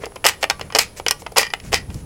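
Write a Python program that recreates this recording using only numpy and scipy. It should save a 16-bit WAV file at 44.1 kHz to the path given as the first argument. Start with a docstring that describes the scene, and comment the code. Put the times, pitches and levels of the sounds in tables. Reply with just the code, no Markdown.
"""Under the roof of a shooting range, cartridges are thumbed into a rifle magazine near the microphone.
Each round clicks against the feed lips (the metal edges that hold it in), then snaps under them
and sets the spring and the stacked rounds rattling. Fingers rub on the magazine, and the roof
sends back a short tail of sound. Behind it is steady outdoor air, with a breeze that blows
on the microphone most strongly near the end."""
import sys
import numpy as np
from scipy import signal
from scipy.fft import rfft, irfft
from scipy.io import wavfile
from scipy.ndimage import uniform_filter1d

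SR = 44100
rng = np.random.default_rng(int(sys.argv[2]) if len(sys.argv) > 2 else 0)


def file_out(sig):
    """Save sig as 16-bit WAV at sys.argv[1]."""
    # one column per channel
    cols = np.atleast_2d(sig).T
    # limit, then scale
    lim = np.clip(cols, -1, 1)
    pcm = np.round(lim * 32767).astype(np.int16)
    wavfile.write(sys.argv[1], SR, pcm)


N = 90404

# Brass touching the magazine. Bass, knock, treble and top turn parts of the tone up or down.
# (time [s], contact length [s], level [dB], bass [dB], knock [dB], treble [dB], top [dB], ring [dB])
BRASS_CLICKS = [ (.0368, 0.0015, -32, 12, 3, -18, -16, -5), (0.0426, 0.0029, -29.5, -6, -17, -15, -18, -7),
                (0.0566, .0005, -38.5, -17, -13, 7.5, 10, -5),
                (0.063, .001, -38.5, 13.5, 6.5, -8, -10, -16), (.1205, 0.00077, -52, -6, 17, -5, -4, -3),
                (0.1574, 0.0048, -40.5, 4, 8.5, 4, 8.5, -5), (0.164, .0005, -33.5, 1.5, -2, -20, -13, -12),
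                (0.242, 0.00079, -16, -14, -3.5, -18, -1, -12), (0.2464, 0.0008, -26.5, -7, 10, 7, 5, -5),
                (0.2507, 0.0028, -16, -0.5, -7, 2.5, 3, -11), (0.257, 0.0018, -13, -4, 1.5, -10, -2, 3.5),
                (0.2873, 0.00072, -21, -24, -3, 5.5, 10, -1), (0.294, .001, -18.5, -22, -4, -5, 3, -3),
                (.3345, .001, -38, -17, -8, -10, -11, 12), (.428, .001, -23, 3.5, 0, 0.5, 2.5, -9),
                (.431, 0.00084, -15, -13, -6, -6, -7, -20), (0.4398, 0.0015, -14, -9, -2.5, -10, -4, -17),
                (0.4989, 0.0016, -14, -10.5, -3, 2, 0.5, 1), (.5073, 0.00073, -20.5, -16, 6, -12, -1, 0),
                (0.595, 0.00082, -36.5, -6, 8.5, -8, 7, 2),
                (0.611, 0.0025, -25.5, -2.5, -5, -2.5, -8.5, 0.5),
                (0.702, .001, -36, -17, 8.5, -11, -11, 4), (.7233, 0.0008, -32, -4, -3, -3.5, -5, 10.5),
                (0.749, 0.0031, -15.5, -0.5, -6, 6, 1.5, -25), (.756, 0.0065, -15, 0, 0, -1.5, -4, 4.5),
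                (0.7663, 0.0013, -32.5, 11.5, 9, 10, 16, 6), (0.778, 0.00077, -33.5, -4, 5, 2, 8, -2),
                (0.998, 0.0012, -32, 4, 5.5, -6, -2, -34), (1.0638, 0.0013, -15.5, -5.5, -7, -8, -6, -0.5),
                (1.083, 0.0008, -18, -21, -8, 5.5, 5.5, 2), (1.109, 0.0011, -18, -9.5, -3.5, 5.5, 13, 9),
                (1.22, 0.0027, -43, 12.5, 0.5, -2, 5.5, -17),
                (1.2632, 0.0059, -26.5, -4.5, 2.5, -9, -13, -14),
                (1.319, 0.0045, -47.5, 13.5, 9, 3, 14, -9), (1.3602, 0.0039, -25, -2, 6.5, -4, -6, -16),
                (1.3664, .001, -18, -2.5, -2, -5, -4, -12), (1.371, 0.0023, -15.5, -7, 1, 3.5, 2, -6),
                (1.3763, 0.0014, -15, -6, 0, -14, 3, -10), (1.4135, 0.0011, -25, -14, -2, 4, 6, 1),
                (1.419, .001, -27.5, -14, 3, -2, 0, 5), (1.5364, 0.0011, -15, -16, -1.5, -10.5, -7, -18),
                (1.6, 0.00096, -36.5, -15, -26, -2, -3, -13), (1.729, 0.00072, -16.5, -3, -8, -5, -3, -5),
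                (1.736, 0.0028, -19.5, 3.5, 1, 1.5, -3, -16), (1.9012, 0.0041, -40, 1, -4, -6, -4, 9),
                (1.9435, 0.0011, -51, -4, 4, 12.5, 20, -13)]
# A round snapping under the lips: the same columns as a click, followed by
# (rattle level [dB], rattle hold [s], rattle top [dB], case ring [dB])
ROUND_SNAPS = [ (.264, 0.0035, -8.5, -19.5, -2, 2.5, 9, 5, -16.5, 0.02, -3.5, -9.5),
               (0.7863, 0.0061, -9.5, -12, -6, 4.5, 8, -9, -18, 0.03, -5, -15),
               (1.3809, 0.0044, -11, -3, -1, 6.5, 11.5, 2, -19, 0.031, -3.5, -1.5),
               (1.7423, 0.0016, -13.5, -28, -15, 3, 0.5, 0, -21.5, 0.019, -9, -1)]
# Where the tone controls act: bass, knock, two points at the plain level, two for treble, top
TONE_POINTS_HZ = [500, 1050, 1900, 3100, 4700, 6000, 9500]
# Noise bands of a knock on the magazine. A fade time is how long a sound takes to drop by 60 dB.
# (frequency [Hz], level [dB], fade time [s])
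BODY_BANDS = [(208, -30.5, 0.013), (329, -22, 0.038), (446, -4.5, 0.032), (643, -4, .02), (950, -4, 0.012),
              (1274, -8.5, 0.014), (1620, -15, 0.012), (2036, -7, 0.021), (2650, -8, 0.019),
              (3200, -8, 0.011), (3690, -17.5, 0.036), (5400, -4, 0.012), (5740, -11.5, 0.0063),
              (7470, -11.5, 0.014), (9260, -16, 0.012), (12900, -18, 0.0084), (16700, -35, 0.0073)]
# Tones the magazine and its spring ring with: (frequency [Hz], level [dB], fade time [s])
MAGAZINE_TONES = [(448, -14, .17), (820, -19, .15), (850, -19, .15), (970, -20, .11), (1179, -19, .13),
                  (1434, -21, .12), (1556, -19, .1), (1895, -17, .09), (1950, -18, .09), (2210, -20, .09),
                  (2400, -17, .08), (2520, -18, .08), (2860, -16, .07), (3000, -15, .07), (3300, -21, .07),
                  (5145, -15, .055), (6106, -21, .06)]
# Tones of a cartridge case: (frequency [Hz], level [dB], fade time [s])
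CASE_TONES = [(1870, -5.5, 0.098), (1974, -2.5, 0.081), (2394, -8, 0.073), (2670, -14, 0.045),
              (3080, -8, 0.054), (3250, -16, 0.051), (4808, -4, 0.044), (5173, -7.5, 0.04),
              (6106, -25, 0.046)]
# Tone of the spring's rattle: (frequency [Hz], level [dB])
RATTLE_SPECTRUM = [(100, -29), (300, -7), (450, -6.5), (600, -23), (850, 3), (1100, -9), (1400, -1),
                   (1650, -2.5), (1950, 0), (2500, 6.5), (3100, -3.5), (3700, -1.5), (5100, -2), (7500, -1),
                   (13000, -6.5), (17000, -12)]
# How fast the rattle dies: (frequency [Hz], fade time [s])
RATTLE_FADES = [(300, 0.19), (2000, 0.13), (6000, 0.13), (14000, 0.076)]
# Loose rounds jingling as the stack settles: (time [s], ring level [dB], tick level [dB])
SETTLING_JINGLES = [(1.4305, -18.5, -23), (1.44, -31, -44), (1.45, -27, -33.5), (1.46, -30, -40),
                    (1.4665, -25, -34), (1.5025, -29.5, -40)]
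# The tick in each jingle: a short burst of noise that starts fading at once.
# (contact length [s], bass [dB], knock [dB], treble [dB], top [dB], ring [dB])
TICK_SHAPE = [-0.27, -21, 0, -0.5, -4, 6.5]
# A case rim catching on a lip: (time [s], frequency [Hz], level [dB])
RIM_CHINKS = [(.4407, 2460, -12.5), (0.4994, 5150, -9), (0.7874, 5360, -5), (1.0643, 2950, -6.5),
              (1.083, 5740, -6), (1.1096, 5540, -10)]
# The feed lips ringing after a strike: (frequency [Hz], level [dB], fade time [s])
PING_TONES = [(1160, -30, 0.26), (1563, -26, 0.092), (2525, -36, .1), (3020, -36, 0.079),
              (3760, -33.5, 0.1)]
# The spring humming at the start: (frequency [Hz], level [dB], fade time [s])
SPRING_HUM = [(402, -39.5, 0.71)]
# Fingers and brass sliding: (time [s], length [s], level [dB], tilt toward treble [dB])
RUB_STROKES = [(0, 0.076, -38.5, -7.5), (0.407, 0.027, -36, -1), (0.563, 0.14, -48, -7),
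               (0.96, 0.041, -36, 0.5), (1.186, 0.047, -43, 5.5), (1.621, 0.093, -42.5, -2),
               (1.717, 0.027, -24.5, -3.5), (1.885, 0.16, -48.5, 0)]
# Tone of the sliding: (frequency [Hz], level [dB])
RUB_SPECTRUM = [(100, -25), (450, 4), (1200, -5), (2300, 2), (3500, -6), (5500, -1), (7500, 0.5),
                (9500, -9), (12000, -9.5), (17000, -15)]
# Tone of the tail under the roof: (frequency [Hz], level [dB])
ROOF_SPECTRUM = [(150, 2), (500, -16), (1500, -14.5), (3000, -15), (6000, -19.5), (12000, -18.5)]
# How fast the early part of that tail dies: (frequency [Hz], fade time [s])
ROOF_FADES = [(200, 0.38), (1000, 0.16), (3000, 0.066), (7000, 0.11), (15000, 0.12)]
# Echoes off the bench, the person's body and, last, the roof: (delay [s], level [dB])
NEAR_ECHOES = [(.0062, -32.5), (.0088, -19), (0.0126, -21)]
# Tone of the open air and microphone hiss: (frequency [Hz], level [dB])
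AIR_SPECTRUM = [(20, -2), (60, 2), (150, -4), (250, -10.5), (450, -6.5), (800, -15), (1500, -21.5),
                (3000, -27), (6000, -27.5), (9000, -29), (10500, -15), (11600, -36), (16000, -33)]
# Tone of the breeze on the microphone: (frequency [Hz], level [dB])
BREEZE_SPECTRUM = [(15, -21.5), (45, 0), (90, -0.5), (170, -3.5), (260, -13), (450, -24.5), (1000, -34),
                   (4000, -70)]
# How the breeze rises and falls: (time [s], level [dB])
BREEZE_LEVELS = [(0, -43), (.1, -56), (.25, -45), (.48, -56), (.56, -41.5), (.67, -38.5), (.73, -51),
                 (.85, -44.5), (.93, -50), (1.2, -47.5), (1.615, -47), (1.645, -34.5), (1.72, -29.5),
                 (1.8, -34), (1.875, -39.5), (1.898, -25), (1.93, -38.5), (1.957, -25), (1.99, -37),
                 (2.04, -33)]


def magazine(ping_time_s=.508):
    """Rounds are pushed in one by one: they click, snap under the lips, rattle and settle."""
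    out = np.zeros(N)
    for start, *blow in BRASS_CLICKS:
        add(out, start, contact(*blow))
    for start, *blow, rattle_db, hold_s, top_db, case_db in ROUND_SNAPS:
        add(out, start, contact(*blow) + rattle(rattle_db, hold_s, top_db, case_db))
    for start, ring_db, tick_db in SETTLING_JINGLES:
        tick = contact(TICK_SHAPE[0], tick_db, *TICK_SHAPE[1:])
        add(out, start, tick + gain(ring_db) * ring(CASE_TONES))
    for start, hz, level_db in RIM_CHINKS:
        add(out, start, chink(hz, level_db))
    add(out, ping_time_s, ring(PING_TONES))
    add(out, 0, ring(SPRING_HUM, size=SR))
    for start, *stroke in RUB_STROKES:
        add(out, start, rub(*stroke))
    return out


def contact(length_s, level_db, bass_db, knock_db, treble_db, top_db, ring_db, attack_s=0.00029):
    """Brass hits the magazine: a short, grating burst of noise, then a thin ring."""
    t = np.arange(2048) / SR
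    hz, band_db, fade_s = np.transpose(BODY_BANDS)
    tone_db = level_db + np.array([bass_db, knock_db, 0, 0, treble_db, treble_db, top_db])
    colour = list(zip(TONE_POINTS_HZ, tone_db))
    bands = split_bands(rng.standard_normal(len(t)), hz)
    bands *= gain(-60 * np.maximum(t - length_s, 0) / fade_s[:, None])
    bands *= 1 - np.exp(-t / (attack_s + 0.57 / hz[:, None]))  # low bands start more slowly
    bands /= np.sqrt((bands ** 2).sum(1, keepdims=True) / (.005 * SR))  # same energy in each band
    out = gain(ring_db) * ring(MAGAZINE_TONES, colour)
    add(out, 0, gain(band_db + value_at(colour, hz)) @ bands)
    return out


def ring(tones, colour=((1, 0),), size=SR // 3, spread_db=3, detune=.015, rise_s=0.00067):
    """Struck metal rings in fading tones. The spot hit varies their strength, the grip their pitch."""
    t = np.arange(size) / SR
    out = np.zeros(size)
    for hz, db, fade_s in tones:
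        spot, grip, phase = rng.uniform(-1, 1, 3)
        loudness = gain(db + value_at(colour, hz) + spread_db * spot - 60 * t / fade_s)
        out += loudness * np.sin(2 * np.pi * hz * (1 + detune * grip) * t + np.pi * phase)
    return out * (1 - np.exp(-t / rise_s))


def rattle(level_db, hold_s, top_db, case_db, rounds=5, hits_per_s=9000, spread_db=2, rise_s=0.0075):
    """The spring and stacked rounds make many tiny collisions that swell, hold and die away."""
    size = SR // 3
    t = np.arange(size) / SR
    shape = (rounds, size)  # one row of hits for each round
    hits = (rng.random(shape) < hits_per_s / rounds / SR) * rng.choice([-1, 1], shape)
    hits = hits * gain(spread_db * rng.exponential(1, shape))
    spring = normalise(filtered(hits.sum(0), RATTLE_SPECTRUM))
    spring = filtered(spring, [(4000, 0), (12000, top_db)])
    cases = sum(irfft(rfft(row) * rfft(ring(CASE_TONES)), size) for row in hits)  # each hit rings a case
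    sound = spring + gain(case_db) * normalise(cases)
    hz, fade_s = np.transpose(RATTLE_FADES)
    fade = gain(level_db - 60 * np.maximum(t - hold_s, 0) / fade_s[:, None])
    return (split_bands(sound, hz) * fade).sum(0) * np.minimum(t / rise_s, 1)


def chink(hz, level_db, fade_s=.022, rise_s=.0005):
    """A rim catches on a lip and sounds one tone, which dies fast because the case is gripped."""
    t = np.arange(4096) / SR
    loudness = gain(level_db - 60 * t / fade_s) * (1 - np.exp(-t / rise_s))
    return loudness * np.sin(2 * np.pi * hz * t)


def rub(length_s, level_db, tilt_db, grain_db=2.2):
    """Sliding fingers and brass make a grainy hiss that rises and falls in one smooth stroke."""
    size = 8192
    t = np.arange(size) / SR
    grain = gain(grain_db * normalise(uniform_filter1d(rng.standard_normal(size), size=60)))
    hiss = filtered(rng.standard_normal(size) * grain, RUB_SPECTRUM)
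    hiss = filtered(hiss, [(1500, -tilt_db), (8000, tilt_db)])
    stroke = np.sin(np.pi * np.minimum(t / length_s, 1))
    return gain(level_db) * normalise(hiss) * stroke


def roof_echoes(sound, tail_delay_s=.005, late_db=-14.5, late_fade_s=0.43):
    """Sound bounces off the bench, the person and the roof, and leaves a short tail under the roof."""
    t = np.arange(SR // 2) / SR
    hz, fade_s = np.transpose(ROOF_FADES)
    fade = gain(-60 * t / fade_s[:, None]) + gain(late_db - 60 * t / late_fade_s)
    fade /= np.linalg.norm(fade, axis=1, keepdims=True)
    noise = filtered(rng.standard_normal(len(t)), ROOF_SPECTRUM)
    tail = (split_bands(noise, hz) * fade).sum(0)
    response = np.zeros(SR)
    add(response, tail_delay_s, tail)
    for delay, db in NEAR_ECHOES:
        add(response, delay, gain([db]))
    return signal.fftconvolve(sound, response)[:N]


def air_and_breeze(air_db=-44):
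    """The open air hisses steadily while gusts rumble on the microphone."""
    air = gain(air_db) * normalise(filtered(rng.standard_normal(N), AIR_SPECTRUM))
    gusts = gain(np.interp(np.arange(N) / SR, *np.transpose(BREEZE_LEVELS)))
    rumble = normalise(filtered(rng.standard_normal(N), BREEZE_SPECTRUM))
    return air + gusts * rumble


def gain(db):
    """Turns decibels into a number to multiply by."""
    return 10 ** (np.asarray(db) / 20)


def normalise(sound):
    """Scales a sound so that its average strength (rms) is 1."""
    return sound / np.sqrt(np.mean(sound ** 2) + 1e-20)


def value_at(points, hz):
    """Looks up a value between a table's rows, spacing frequencies by octaves."""
    row_hz, values = np.transpose(points)
    return np.interp(np.log(hz + 1), np.log(row_hz + 1), values)


def add(mix, start_s, sound):
    """Mixes a sound in at the given time."""
    part = mix[max(round(start_s * SR), 0):][:len(sound)]
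    part += sound[:len(part)]


def filtered(sound, spectrum):
    """Turns each frequency up or down by the decibels in a table."""
    hz = np.fft.rfftfreq(len(sound), 1 / SR)
    return irfft(rfft(sound) * gain(value_at(spectrum, hz)), len(sound))


def split_bands(sound, centres_hz):
    """Splits a sound into overlapping frequency bands that add up to the whole."""
    hz = np.fft.rfftfreq(len(sound), 1 / SR)
    spectrum = rfft(sound)
    shares = [value_at(list(zip(centres_hz, row)), hz) for row in np.eye(len(centres_hz))]
    return np.array([irfft(spectrum * share, len(sound)) for share in shares])


def scene():
    """The magazine, its echoes and the outdoor air, in one channel."""
    near = magazine()
    return (near + roof_echoes(near) + air_and_breeze())[None]


def record(dry, drive_db=-0.5, ceiling=.85, knee=6, cutoff_hz=16300):
    """The loudest snaps are gently squashed, then the highest treble is cut off."""
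    driven = dry * gain(drive_db)
    squashed = driven / (1 + abs(driven / ceiling) ** knee) ** (1 / knee)
    low_pass = signal.firwin(255, cutoff_hz, window=("kaiser", 9), fs=SR)
    return signal.oaconvolve(squashed, low_pass[None], "same")


dry = scene()
out = record(dry)
file_out(out)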